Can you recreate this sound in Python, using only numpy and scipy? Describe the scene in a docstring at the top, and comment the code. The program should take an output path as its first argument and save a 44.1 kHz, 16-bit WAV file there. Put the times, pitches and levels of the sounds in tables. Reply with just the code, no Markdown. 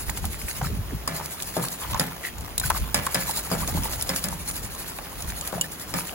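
"""Salt rattles in a plastic bottle, shaken by hand over fish in a foil tray, above the soft hiss of charcoal outdoors.
A knitted sleeve rumbles and flutters near the stereo microphone; tongs make the foil tok, scrape and crinkle.
Sharp steel clicks follow, then knocks on the sheet-steel firebox that thud, clang and boom.
Shaped noise and tiny impacts make the hiss, salt and scrapes; damped sines make the metal and the bumps."""
import sys
import numpy as np
from scipy import signal
from scipy.fft import rfft, irfft, next_fast_len
from scipy.io import wavfile
from scipy.ndimage import uniform_filter1d, map_coordinates

SR = 44100
rng = np.random.default_rng(int(sys.argv[2]) if len(sys.argv) > 2 else 0)


def unload_wav(signal):
    """Save mono or channel-first audio to the path in sys.argv[1] as 16-bit WAV at rate SR, clipped to [-1, 1]."""
    wavfile.write(
        sys.argv[1],
        SR,
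        np.round(np.clip(np.atleast_2d(signal).T, -1, 1) * 32767).astype(np.int16),
    )


N = 270774
TOP_HZ = 15900  # upper band limit

# Every source is a pair of rows: direct sound and scattered sound.
# Table levels set the balance within a source; its function adds the trims.


def amp(db):
    """Decibels to gain."""
    return 10 ** (np.asarray(db) / 20)


def unit(x):
    """Scale x to rms 1."""
    return x / np.sqrt(np.mean(x ** 2) + 1e-20)


def along(points, hz):
    """Read (f/Hz, value) points on a log frequency axis."""
    f, value = np.transpose(points)
    return np.interp(np.log(hz + 1), np.log(f + 1), value)


def wobble(rate):
    """A smooth random curve with rate knots a second."""
    knots = rng.standard_normal(int(N * rate / SR) + 4)
    return map_coordinates(knots, [np.arange(N) * rate / SR])


def filtered(x, response):
    """Multiply the spectrum of x by a response of frequency."""
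    n = x.shape[-1]
    m = next_fast_len(n + 8192)
    return irfft(rfft(x, m) * response(np.fft.rfftfreq(m, 1 / SR)), m)[..., :n]


def coloured(x, spectrum):
    """Shape x by a spectrum in dB and scale it to rms 1."""
    return unit(filtered(x, lambda hz: amp(along(spectrum, hz))))


def noise(spectrum, size=N):
    """Two unrelated coloured noises: direct and scattered sound."""
    return coloured(rng.standard_normal((2, size)), spectrum)


def grains(spectrum, rate, spread_db):
    """Tiny impacts of uneven size, rate a second on average, at rms 1."""
    size_db = spread_db * np.minimum(rng.exponential(size=N), 4)
    hits = (rng.random(N) < rate / SR) * amp(size_db)
    return coloured(hits * rng.standard_normal((2, N)), spectrum)


def scrape(spectrum, t, rate, spread_db):
    """Edges chatter on sheet metal: a run of separate tiny contacts, at rms 1."""
    hits = (rng.random(len(t)) < rate / SR) * amp(spread_db * rng.standard_normal(len(t)))
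    return coloured(hits * rng.choice([-1, 1], (2, len(t))), spectrum)


def fade(t, t60):
    """Exponential decay, down 60 dB after t60 seconds."""
    return np.exp(-np.log(1000) * t / t60)


def onset(t, attack_s):
    """Exponential rise from 0 towards 1."""
    return 1 - np.exp(-t / attack_s)


def ring(modes, t, t60, scatter_db):
    """Damped modes with fresh random strengths and phases, starting near rms 1."""
    hz, db = np.transpose(modes)[:2, :, None]
    gain = amp(db + scatter_db * rng.standard_normal((2, len(modes), 1)))
    phase = 2 * np.pi * rng.random(gain.shape)
    waves = gain * np.sin(2 * np.pi * hz * t + phase) * fade(t, np.reshape(t60, (-1, 1)))
    return waves.sum(axis=1) / np.sqrt(np.sum(gain ** 2, axis=1) / 2)


def snap(hz, t, t60, octaves, count=4):
    """A small patch of metal lets go: a few chance modes around a pitch."""
    pitches = np.minimum(hz * 2 ** (octaves * rng.uniform(-1, 1, count)), TOP_HZ)
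    return ring([(f, 0) for f in pitches], t, t60, scatter_db=5.5)


def swell(s, rise, fall, shape):
    """A hump of height 1 at s seconds; the higher the shape, the rounder its top."""
    first, last = max(int((s - 5 * rise) * SR), 0), min(int((s + 5 * fall) * SR), N)
    near = np.arange(first, last)
    u, hump = near / SR - s, np.zeros(N)
    hump[near] = np.exp(-np.abs(u / np.where(u < 0, rise, fall)) ** shape)
    return hump


def patchy(x, depth_db, size=3):
    """The colour shifts at random as the contact moves from spot to spot."""
    z = signal.stft(x, nperseg=512)[2]
    field = uniform_filter1d(rng.standard_normal(z.shape[1:]), size, axis=0)  # smooth over frequency
    field = uniform_filter1d(field, 2 * size, axis=1)  # smooth over time
    return unit(signal.istft(z * amp(depth_db * unit(field)), nperseg=512)[1][:, :N])


def add(track, s, sound):
    """Mix a sound into the track at s seconds."""
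    part = track[:, max(round(s * SR), 0):][:, :sound.shape[1]]
    part += sound[:, :part.shape[1]]


# colour of the coal hiss: f/Hz, level/dB
COAL_COLOUR = [(20, -10), (50, 6), (100, -2.5), (300, 2.5), (1000, -3.5), (2500, -8.5), (5000, -12.5),
               (8000, -14), (15500, -11.5)]
# colour of small foil and ember ticks: f/Hz, level/dB
FOIL_COLOUR = [(200, -5), (450, -2.5), (1000, 3.5), (1800, -8), (3000, -6), (6000, -12), (16000, -5)]
# colour of low air rumble: f/Hz, level/dB
RUMBLE_COLOUR = [(15, -38), (30, -6), (55, 6), (85, 1.5), (125, -10), (200, -19), (500, -40)]
DRAUGHT_DB, DRAUGHT_SWING_DB = -50.5, 5  # moving air at the microphone: centre level, depth of its swells


def coals():
    """Burning charcoal and hot fat: a soft steady hiss with faint crackles, in a light uneven draught."""
    hiss = amp(-41.5 + 0.47 * wobble(6.0)) * noise(COAL_COLOUR)
    draught_level = amp(DRAUGHT_DB + DRAUGHT_SWING_DB * wobble(6))
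    draught = draught_level * noise(RUMBLE_COLOUR) * amp([[0], [-4]])
    crackles = amp(-56) * grains(FOIL_COLOUR, rate=120, spread_db=1)
    return hiss + crackles + draught


def steadied(x, size=1300):
    """Even out the slow swells of a noise."""
    return x / np.sqrt(np.abs(uniform_filter1d(x ** 2, size, axis=1)) + 0.042)


# arm sweeps past the microphone: fastest t/s, time to swell or fade t/s, rumble level/dB, flutter level/dB
ARM_SWEEPS = [(0.1, 0.089, -33, -39.5), (0.26, 0.06, -26.5, -34), (0.45, 0.019, -26.5, -55),
              (0.73, 0.13, -27.5, -35.5), (0.95, 0.19, -34, -49), (1.93, 0.058, -28.5, -40),
              (2.41, 0.066, -32.5, -47), (2.69, 0.091, -28.5, -40), (2.82, 0.032, -22, -34),
              (2.96, 0.2, -35, -49), (3.63, 0.08, -30, -30), (3.78, 0.083, -25.5, -29.5),
              (3.99, 0.16, -34.5, -57), (4.5, 0.32, -41, -44), (5.301, 0.12, -34, -40.5)]
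# soft bumps of arm and sleeve: t/s, level/dB, f/Hz, t60/s
SLEEVE_BUMPS = [(0.08, -24, 59.6, .09), (0.623, -16.5, 135, 0.064), (0.660, -20.5, 150, 0.052),
                (0.699, -25, 413, 0.027), (0.704, -22, 98, .075), (0.724, -23, 193, 0.051),
                (0.768, -24, 170, 0.051), (0.787, -20.5, 100, 0.078), (0.922, -22, 370, 0.028),
                (0.93, -15, 258, 0.027), (0.944, -22, 140, 0.055), (0.965, -23, 134, .04),
                (1.925, -27, 61.6, .09), (2.649, -25, 135, 0.065), (2.675, -26, 70, 0.054),
                (2.813, -24, 90, 0.04), (3.745, -20, 290, 0.045), (3.75, -17.5, 158, 0.045),
                (3.786, -20, 257, 0.026), (5.276, -26.5, 65, 0.076)]
# colour of the higher flutter: f/Hz, level/dB
FLUTTER_COLOUR = [(60, -23), (115, 0.5), (170, 6), (260, -6.5), (400, -11.5), (800, -38), (2500, -60)]
IDLE_RUMBLE_DB, IDLE_FLUTTER_DB = -49.5, -47.5  # the arm is never quite still; before wobble and trims


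def sleeve(attack_s=.003):
    """Each sweep of the arm pushes air and wool about near the microphone, with soft bumps."""
    idle = amp(4.5 * wobble(11))
    rumble_power = (amp(IDLE_RUMBLE_DB) * idle) ** 2
    flutter_power = (amp(IDLE_FLUTTER_DB) * idle) ** 2
    for s, width, rumble_db, flutter_db in ARM_SWEEPS:
        speed = swell(s, width, width, shape=1.15)
        rumble_power = rumble_power + (amp(rumble_db) * speed) ** 2
        flutter_power = flutter_power + (amp(flutter_db) * speed) ** 2
    rumble = np.sqrt(rumble_power) * steadied(noise(RUMBLE_COLOUR))
    flutter = amp(-2.5) * np.sqrt(flutter_power) * steadied(noise(FLUTTER_COLOUR))
    out, t = rumble + flutter, np.arange(SR // 5) / SR
    for s, db, hz, t60 in SLEEVE_BUMPS:
        tone = np.sin(2 * np.pi * (hz * t + rng.random((2, 1))))
        add(out, s, amp(db + 6.5) * tone * fade(t, t60) * onset(t, attack_s) ** 2)
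    return out * amp([[0], [-2]])


# bouts of even shaking: first stroke t/s, last stroke t/s, number of strokes
SHAKING_BOUTS = [(0.012, 0.655, 9), (1.168, 1.641, 7), (1.731, 2.0, 4), (2.261, 2.261, 1), (2.66, 2.766, 2),
                 (2.977, 5.125, 28), (5.208, 6.08, 11)]
# vigour of the shaking hand: t/s, stroke level/dB
HAND_VIGOUR = [(0.1, -31.5), (1.2, -34.5), (1.65, -31.5), (1.95, -33.5), (2.7, -29), (3.0, -36.5),
               (3.37, -25.5), (3.45, -32), (3.87, -29), (4.4, -36), (4.5, -32), (5.11, -40.5),
               (5.21, -32.5), (5.78, -37), (6.1, -33)]
# colour of the fine salt: f/Hz, level/dB
SALT_COLOUR = [(200, -24), (700, 0), (1500, -1), (3000, -3), (4500, 1.5), (6000, -2), (7200, 1.5),
               (8500, 4), (12000, 1.5), (15500, -1)]
# colours of coarse grains and of single large crystals: f/Hz, level/dB
COARSE_COLOUR = [(600, -14), (1800, 9.0), (4500, -25.0), (7000, 11.5), (16000, 2.5)]
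CRYSTAL_COLOUR = [(1000, -31), (4000, -14), (10000, -4.5), (16000, 6.5)]
FINE_DB, COARSE_DB, CRYSTAL_DB = 0.5, -8.0, -14  # each layer against the stroke level
SLIDE_RISE_S, SLIDE_FALL_S = .020, .0195  # swell and fade of one stroke


def shaker(clump_db=1.0, uneven_db=2.4):
    """At each stroke the salt slides and pelts the plastic bottle wall in clumps; coarse crystals tick."""
    bouts = [np.linspace(first, last, round(count)) for first, last, count in SHAKING_BOUTS]
    strokes = np.concatenate(bouts)
    vigour_db = np.interp(strokes, *np.transpose(HAND_VIGOUR))
    stroke_db = vigour_db + uneven_db * rng.standard_normal(len(strokes))
    power = np.zeros(N)
    for s, db in zip(strokes, stroke_db):
        power += amp(db) ** 2 * swell(s, SLIDE_RISE_S, SLIDE_FALL_S, shape=1.7)
    clumps = unit(amp(clump_db * wobble(170)))
    fine = clumps * patchy(grains(SALT_COLOUR, rate=14000, spread_db=0.35), depth_db=4)
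    coarse = grains(COARSE_COLOUR, rate=430, spread_db=-3.0)
    crystals = grains(CRYSTAL_COLOUR, rate=19, spread_db=1)
    salt = amp(FINE_DB) * fine + amp(COARSE_DB) * coarse + amp(CRYSTAL_DB) * crystals
    return np.sqrt(power) * salt


# tongs dragging through the tray: t/s, level/dB
TONG_DRAG = [(0.0, -46), (0.92, -42), (1.7, -39), (1.95, -31.5), (2.1, -33.5), (2.35, -42), (2.75, -33.5),
             (2.9, -36.5), (3.2, -35.5), (3.9, -33.5), (4.5, -44.5), (4.9, -38), (5.5, -37.5),
             (5.76, -43.5), (6.1, -35.5)]


def drag_db(s):
    """Level of the dragging tongs at s seconds."""
    return np.interp(s, *np.transpose(TONG_DRAG))


# tongs stick and slip over the foil: start t/s, length t/s, slip level/dB, f/Hz
TONG_SKIDS = [(1.638, 0.026, -23.5, 1010), (1.816, 0.04, -23.5, 1060), (1.887, 0.04, -29, 940),
              (2.238, 0.046, -19.5, 1950), (2.748, 0.02, -14, 1150), (3.761, 0.025, -21.5, 870)]
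SLIP_S, SLIP_SCATTER = 0.011, 0.194  # time between slips, and its relative scatter


def slips(uneven_db=4.5, detune=0.018, t60=0.014):
    """Stick and slip: each skid is a short, uneven run of small toks (t/s, level/dB, f/Hz, t60/s)."""
    rows = []
    for start, length, db, hz in TONG_SKIDS:
        for k, (late, strong, high) in enumerate(rng.standard_normal((8, 3))):
            if k * SLIP_S < length:
                s = start + SLIP_S * (k + SLIP_SCATTER * late * (k > 0))  # the first slip is on time
                rows.append((s, db + uneven_db * strong, hz * np.exp(detune * high), t60))
    return rows


# the foil tray buckles with a hollow tok: t/s, level/dB, f/Hz, t60/s
TRAY_TOKS = [(0.095, -17.5, 910, 0.011), (0.242, -16, 840, 0.012), (0.613, -11.5, 796, 0.0094),
             (0.631, -20, 860, 0.012), (0.646, -16.5, 1300, 0.016), (1.076, -16, 1090, 0.02),
             (1.198, -13, 910, 0.0065), (1.211, -21, 970, 0.0076), (1.934, -20, 1090, 0.02),
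             (1.946, -10, 975, 0.013), (1.956, -13.5, 980, 0.014), (1.9765, -18, 1000, 0.015),
             (2.636, -19.5, 1525, 0.036), (2.7025, -2.5, 993, 0.013), (3.067, -8, 1070, .016),
             (3.279, -24, 1060, .014), (3.294, -15.5, 880, 0.021), (3.551, -18, 790, 0.0087),
             (3.631, -22.5, 1150, 0.029), (3.675, -23, 1100, .008), (3.685, -15.5, 630, 0.011),
             (3.747, -24, 570, 0.024), (3.857, -21, 880, 0.023), (4.327, -17, 910, .012),
             (4.748, -25, 1140, .01), (4.988, -22.5, 810, 0.019), (5.573, -34, 1150, 0.014),
             (5.58, -18, 674, 0.014), (5.642, -28, 1760, 0.03)]


def tray(attack_s=0.0014, scattered_db=-4):
    """The loaded foil gives way in a few heavily damped cycles; the tongs rub on it for a moment after."""
    out, t = np.zeros((2, N)), np.arange(SR // 12) / SR
    for s, db, hz, t60 in list(TRAY_TOKS) + slips():
        phase = np.array([[0], [rng.random()]])
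        tok = np.sin(2 * np.pi * (hz * t + phase)) * fade(t, t60)
        rub_colour = [(hz / 3, -25), (hz, 0), (hz * 3, -20), (16000, -40)]
        rub = amp(-17.5) * scrape(rub_colour, t, rate=300, spread_db=-1) * fade(t, 0.088)
        add(out, s, amp(db + 3.5) * (tok + rub) * onset(t, attack_s) * amp([[0], [scattered_db]]))
    drag_level = amp(drag_db(np.arange(N) / SR) - 3.5 + 1.8 * wobble(45))
    return out + drag_level * patchy(grains(FOIL_COLOUR, rate=900, spread_db=-0.2), depth_db=5.5)


# single creases snapping: t/s, level/dB, f/Hz
FOIL_CRINKLES = [(0.083, -23, 1390), (0.0954, -19.5, 1680), (0.174, -25, 1620), (0.243, -35, 2000),
                 (0.333, -28.5, 1930), (0.344, -26, 1900), (0.416, -26, 2100), (0.484, -26, 1990),
                 (0.497, -25.5, 1300), (0.512, -22, 3750), (0.669, -23, 2360), (0.909, -28.5, 1100),
                 (1.259, -30, 3570), (1.402, -23, 2970), (1.838, -25.5, 3200), (1.934, -23, 4500),
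                 (1.945, -20.5, 4200), (1.9755, -29, 4000), (2.009, -18, 1430), (2.615, -19.5, 1480),
                 (3.21, -34, 1390), (3.225, -25, 1840), (3.503, -27, 1100), (3.551, -23, 1010),
                 (3.677, -37, 1670), (3.835, -21, 4500), (4.012, -18.5, 5540), (4.5, -28, 1860),
                 (4.7, -31, 1680), (4.845, -29, 2930), (4.9875, -25, 2000), (5.058, -31, 3820),
                 (5.07, -29, 1880), (5.3008, -24, 2440), (5.322, -24, 1500), (5.988, -21, 1510),
                 (6.008, -23.5, 1590), (6.082, -30, 2600), (6.094, -19.5, 2220)]
CRACKLE_PER_S, CRACKLE_DB, CRACKLE_RISE_DB = 200, -3, 5  # rate; least level against the drag; most added
CRACKLE_HZ, CRACKLE_REACH_OCTAVES = 3415, 2.0  # middle pitch, reach to either side


def crinkles(level_db=-1, t60=0.0093, octaves=0.885, cycles=16):
    """Foil creases snap one by one; many tiny ones crackle under the dragging tongs, each at its own pitch."""
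    out, t = np.zeros((2, N)), np.arange(SR // 50) / SR
    for s, db, hz in FOIL_CRINKLES:
        add(out, s, amp(db + level_db) * snap(hz, t, t60, octaves, count=8))
    for when, strong, high in rng.random((round(CRACKLE_PER_S * N / SR), 3)):
        s = when * N / SR
        hz = CRACKLE_HZ * 2 ** (CRACKLE_REACH_OCTAVES * (2 * high - 1))
        db = drag_db(s) + CRACKLE_DB + CRACKLE_RISE_DB * strong ** 2
        add(out, s, amp(db) * snap(hz, t, cycles / hz, octaves, count=3))
    return out


TOUCHES_PER_S, TOUCH_DB, TOUCH_HZ = 1.5, -23, 8200  # rate, middle level and pitch


def touches(uneven_db=3, detune=0.36):
    """The tongs touch lightly at chance moments: (t/s, level/dB, f/Hz)."""
    rows = []
    for when, strong, high in rng.random((round(TOUCHES_PER_S * N / SR), 3)):
        hz = TOUCH_HZ * np.exp(detune * (2 * high - 1))
        rows.append((when * N / SR, TOUCH_DB + uneven_db * (2 * strong - 1), hz))
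    return rows


# sharp metal clicks: t/s, level/dB, contact f/Hz
STEEL_CLICKS = [(0.0975, -11, 6900), (0.174, -15, 7500), (0.416, -26, 8000), (0.253, -11.5, 11150),
                (0.512, -25, 9500), (0.53, -24, 11100), (1.259, -16.5, 9500), (1.4225, -10, 8300),
                (1.43, -18, 8850), (1.6845, -14, 4500), (2.383, -23.5, 6830), (2.421, -34, 11300),
                (2.5792, -4, 10400), (2.598, -8, 10800), (2.7005, -4.5, 10550), (2.775, -17, 11000),
                (3.065, -8.5, 10540), (3.31, -11, 10630), (3.676, -11.5, 6850), (4.0238, -8, 9900),
                (4.1612, -8, 6200), (4.2855, -13.5, 6700), (4.511, -16.5, 9150), (4.559, -31, 8000),
                (4.749, -19.5, 7000), (5.2227, -15.5, 6600), (5.3033, -20, 4260), (5.411, -13.5, 7350),
                (5.475, -12.5, 12100), (5.6114, -5.5, 7530)]
# tong tips clap shut: t/s, level/dB, arm f/Hz
TONG_CLAPS = [(2.5795, -19, 3850), (2.601, -24, 3800), (5.6116, -13.5, 2930)]
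# modes of the tips in a clap: f/Hz, level/dB, t60/s
TIP_MODES = [(4760, -9, 0.017), (7150, 7, 0.034), (7700, -14, 0.02), (7800, 10, 0.026), (10100, -4, 0.033),
             (13100, 8, 0.025)]
# colour of steel cracking on steel: f/Hz, level/dB
CRACK_COLOUR = [(500, -9.5), (2000, -18.5), (3500, -2), (6000, -5.5), (8000, 3), (12000, -6), (16000, -4)]
ARM_DB, ARM_T60_S = 1, 0.072  # the arms' own note in a clap, against the tip modes


def clicks(ring_db=-12, ring_t60=0.024):
    """Steel on steel: a crack, a ping pitched by the spot, an uneven ring, faint scatter; claps ring the tongs."""
    out, t = np.zeros((2, N)), np.arange(SR // 10) / SR
    for s, db, hz in list(STEEL_CLICKS) + touches():
        crack = noise(CRACK_COLOUR, size=len(t)) * (fade(t, .017) + amp(-20) * fade(t, .09))
        ping = amp(2.5) * ring([(hz, 0)], t, 0.0044, scatter_db=0)
        after = amp(ring_db) * snap(hz, t, ring_t60, octaves=0.46)
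        add(out, s, amp(db - 7.5) * (crack + ping + after) * onset(t, .0004))
    for s, db, hz in TONG_CLAPS:
        modes = np.array([(hz, ARM_DB, ARM_T60_S), *TIP_MODES])
        add(out, s, amp(db) * ring(modes, t, modes[:, 2], scatter_db=1))
    return out


THUD_DAMPING = 1.45  # exponent: how much faster the high modes die


def struck(modes, t, t60, scatter_db):
    """One push sets all modes off in phase, their gains summing to 1; the high ones die first."""
    hz, db = np.transpose(modes)[:, :, None]
    gain = amp(db + scatter_db * rng.standard_normal((2, len(modes), 1)))
    life = t60 * (hz[0] / hz) ** THUD_DAMPING
    return (gain * np.sin(2 * np.pi * hz * t) * fade(t, life)).sum(axis=1) / gain.sum(axis=1)


# heavy, damped modes of the box floor: f/Hz, level/dB
FLOOR_MODES = [(400, -19.5), (530, 1), (640, 4), (740, 3), (1080, 3), (1350, -8)]
REBOUND_S, REBOUND_DB, REBOUND_LOSS_DB = 0.013, -7.5, 3  # mean gap, first against the blow, loss a contact


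def thuds(t, t60, detune=0.187, level_db=6):
    """A dull blow and its uneven rebounds, each on another spot of the box floor."""
    out = struck(FLOOR_MODES, t, t60, scatter_db=4.0)
    gaps = REBOUND_S * (.5 + rng.random(4))
    for k, s in enumerate(np.cumsum(gaps)):
        spot = np.exp(detune * rng.standard_normal())
        rebound = struck(FLOOR_MODES, spot * t, t60, scatter_db=2)
        add(out, s, amp(REBOUND_DB - k * REBOUND_LOSS_DB) * rebound)
    return amp(level_db) * out * amp([[0], [-6]])


# tongs against the firebox: t/s, clang level/dB, thud level/dB, boom level/dB, tong ring level/dB,
# clang t60/s, contact brightness f/Hz, tong f/Hz
FIREBOX_KNOCKS = [(1.076, -31, -27, -36, -25, 0.64, 2250, 4980),
                  (1.567, -25, -12.5, -28, -35, 0.48, 1060, 4950),
                  (1.9961, -25.5, -21, -28, -19, 0.33, 2540, 4940),
                  (2.944, -23.5, -42, -31.5, -17.5, 0.43, 2550, 5080),
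                  (3.145, -23.5, -38, -28, -18.5, 0.38, 2450, 5070),
                  (3.515, -23.5, -12.5, -26.5, -30, 0.35, 1310, 5000),
                  (4.092, -27, -23, -32, -23, 0.4, 2400, 5090),
                  (4.240, -33, -39, -32, -24, 0.52, 2410, 5000),
                  (5.5284, -34.5, -15, -31.5, -56, 0.56, 1180, 5030),
                  (5.939, -26, -29, -27, -29.5, 0.29, 2200, 5100)]
# modes of the sheet-steel box: f/Hz, level/dB
BOX_MODES = [(266, 3.5), (490, -4.5), (530, 4.5), (590, 3.5), (669, 2), (743, -1), (840, 1), (931, -4),
             (1060, -6), (1222, 1), (1394, -1), (1474, -19), (1618, -13), (1712, 6), (2024, 2.5), (2293, 2)]
# modes of its broad panels: f/Hz, level/dB
PANEL_MODES = [(128, -11), (163, -1.5), (180, -7.5), (215, -16.5)]
# modes of the hand-damped tong arms, before the grip detunes them: f/Hz, level/dB, t60/s
TONG_MODES = [(3661, -12, .05), (5020, 5, .045), (5270, 4, .028), (7014, -3, .03), (8380, -1, .035),
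              (9636, -5, .03), (10930, -3, .05), (11790, -5, .03)]
# colour of the box chatter: f/Hz, level/dB
CLANG_COLOUR = [(60, -18), (160, -11), (320, -4.5), (600, -1), (1200, 1), (2000, -0.5), (3000, -1.5),
                (6000, 4), (16000, -44)]


def firebox(thud_t60=0.077):
    """A knock rings the tongs briefly; the steel box thuds, clangs on, and its panels boom."""
    out, t = np.zeros((2, N)), np.arange(SR // 3) / SR
    for s, db, thud_db, boom_db, tong_db, t60, bright_hz, tong_hz in FIREBOX_KNOCKS:
        rattle = scrape(CLANG_COLOUR, t, rate=900, spread_db=4) * fade(t, t60 * 0.95)
        load = 1 + .005 * rng.standard_normal()  # shifts the box pitch slightly
        box = ring(BOX_MODES, load * t, t60, scatter_db=3.5)
        clang = amp(-3.5) * box + amp(3.0) * rattle
        # a soft contact leaves the high modes quiet
        clang = signal.lfilter(*signal.butter(2, min(bright_hz, SR / 4), fs=SR), clang)
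        thud = thuds(t, thud_t60)
        shudder = amp(-3.0) * noise(FLUTTER_COLOUR, size=len(t)) * fade(t, t60 * 1.13)
        panels = ring(PANEL_MODES, t, t60 * 1.07, scatter_db=4.5)
        boom = (panels + shudder) * onset(t, 0.007)
        grip = tong_hz / TONG_MODES[1][0]  # the hand's grip detunes the arms
        arms = amp(2.5) * ring(TONG_MODES, grip * t, np.array(TONG_MODES)[:, 2], scatter_db=2)
        crack_fade = amp(9) * fade(t, .009) + amp(-4) * fade(t, .14)
        crack = noise(CRACK_COLOUR, size=len(t)) * crack_fade
        blow = amp(db) * clang + amp(thud_db) * thud + amp(boom_db) * boom + amp(tong_db) * (arms + crack)
        add(out, s, blow * onset(t, .0004))
    return out


# phase between the two microphone channels: f/Hz, phase/rad
CHANNEL_PHASE = [(30, 1.5), (150, 0.51), (500, 1.12), (1100, 1.3), (2000, 1.13), (3500, 2.01), (5500, 1.84),
                 (7000, 1.23), (8550, 3.06), (10400, 5.66), (11400, 6.5), (13450, 9.5), (15400, 12)]
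# signed share of the side that follows the mid: f/Hz, share
SIDE_LINK = [(100, 0.44), (600, 0.046), (1100, 0.44), (2000, -0.78), (2600, 0.45), (3300, 0.26),
             (4500, -0.61), (6200, -0.36), (7500, -0.58), (10000, -.82), (15000, -.75)]


def scene():
    """Spaced microphone ports trade mid against side with frequency, by the phase between the channels."""
    direct, scattered = coals() + sleeve() + shaker() + tray() + crinkles() + clicks() + firebox()
    half = lambda hz: along(CHANNEL_PHASE, hz) / 2
    link = lambda hz: np.clip(along(SIDE_LINK, hz), -1, 1)
    mid = filtered(direct, lambda hz: np.cos(half(hz)))
    linked_side = filtered(direct, lambda hz: 1j * np.sin(half(hz)) * link(hz))
    loose_side = filtered(scattered, lambda hz: np.sin(half(hz)) * np.sqrt(1 - link(hz) ** 2))
    side = linked_side + loose_side
    return np.array([mid + side, mid - side])


def record(dry):
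    """A steep low-pass keeps nothing above the band limit."""
    return filtered(dry, lambda hz: hz < TOP_HZ)


dry = scene()
out = record(dry)
unload_wav(out)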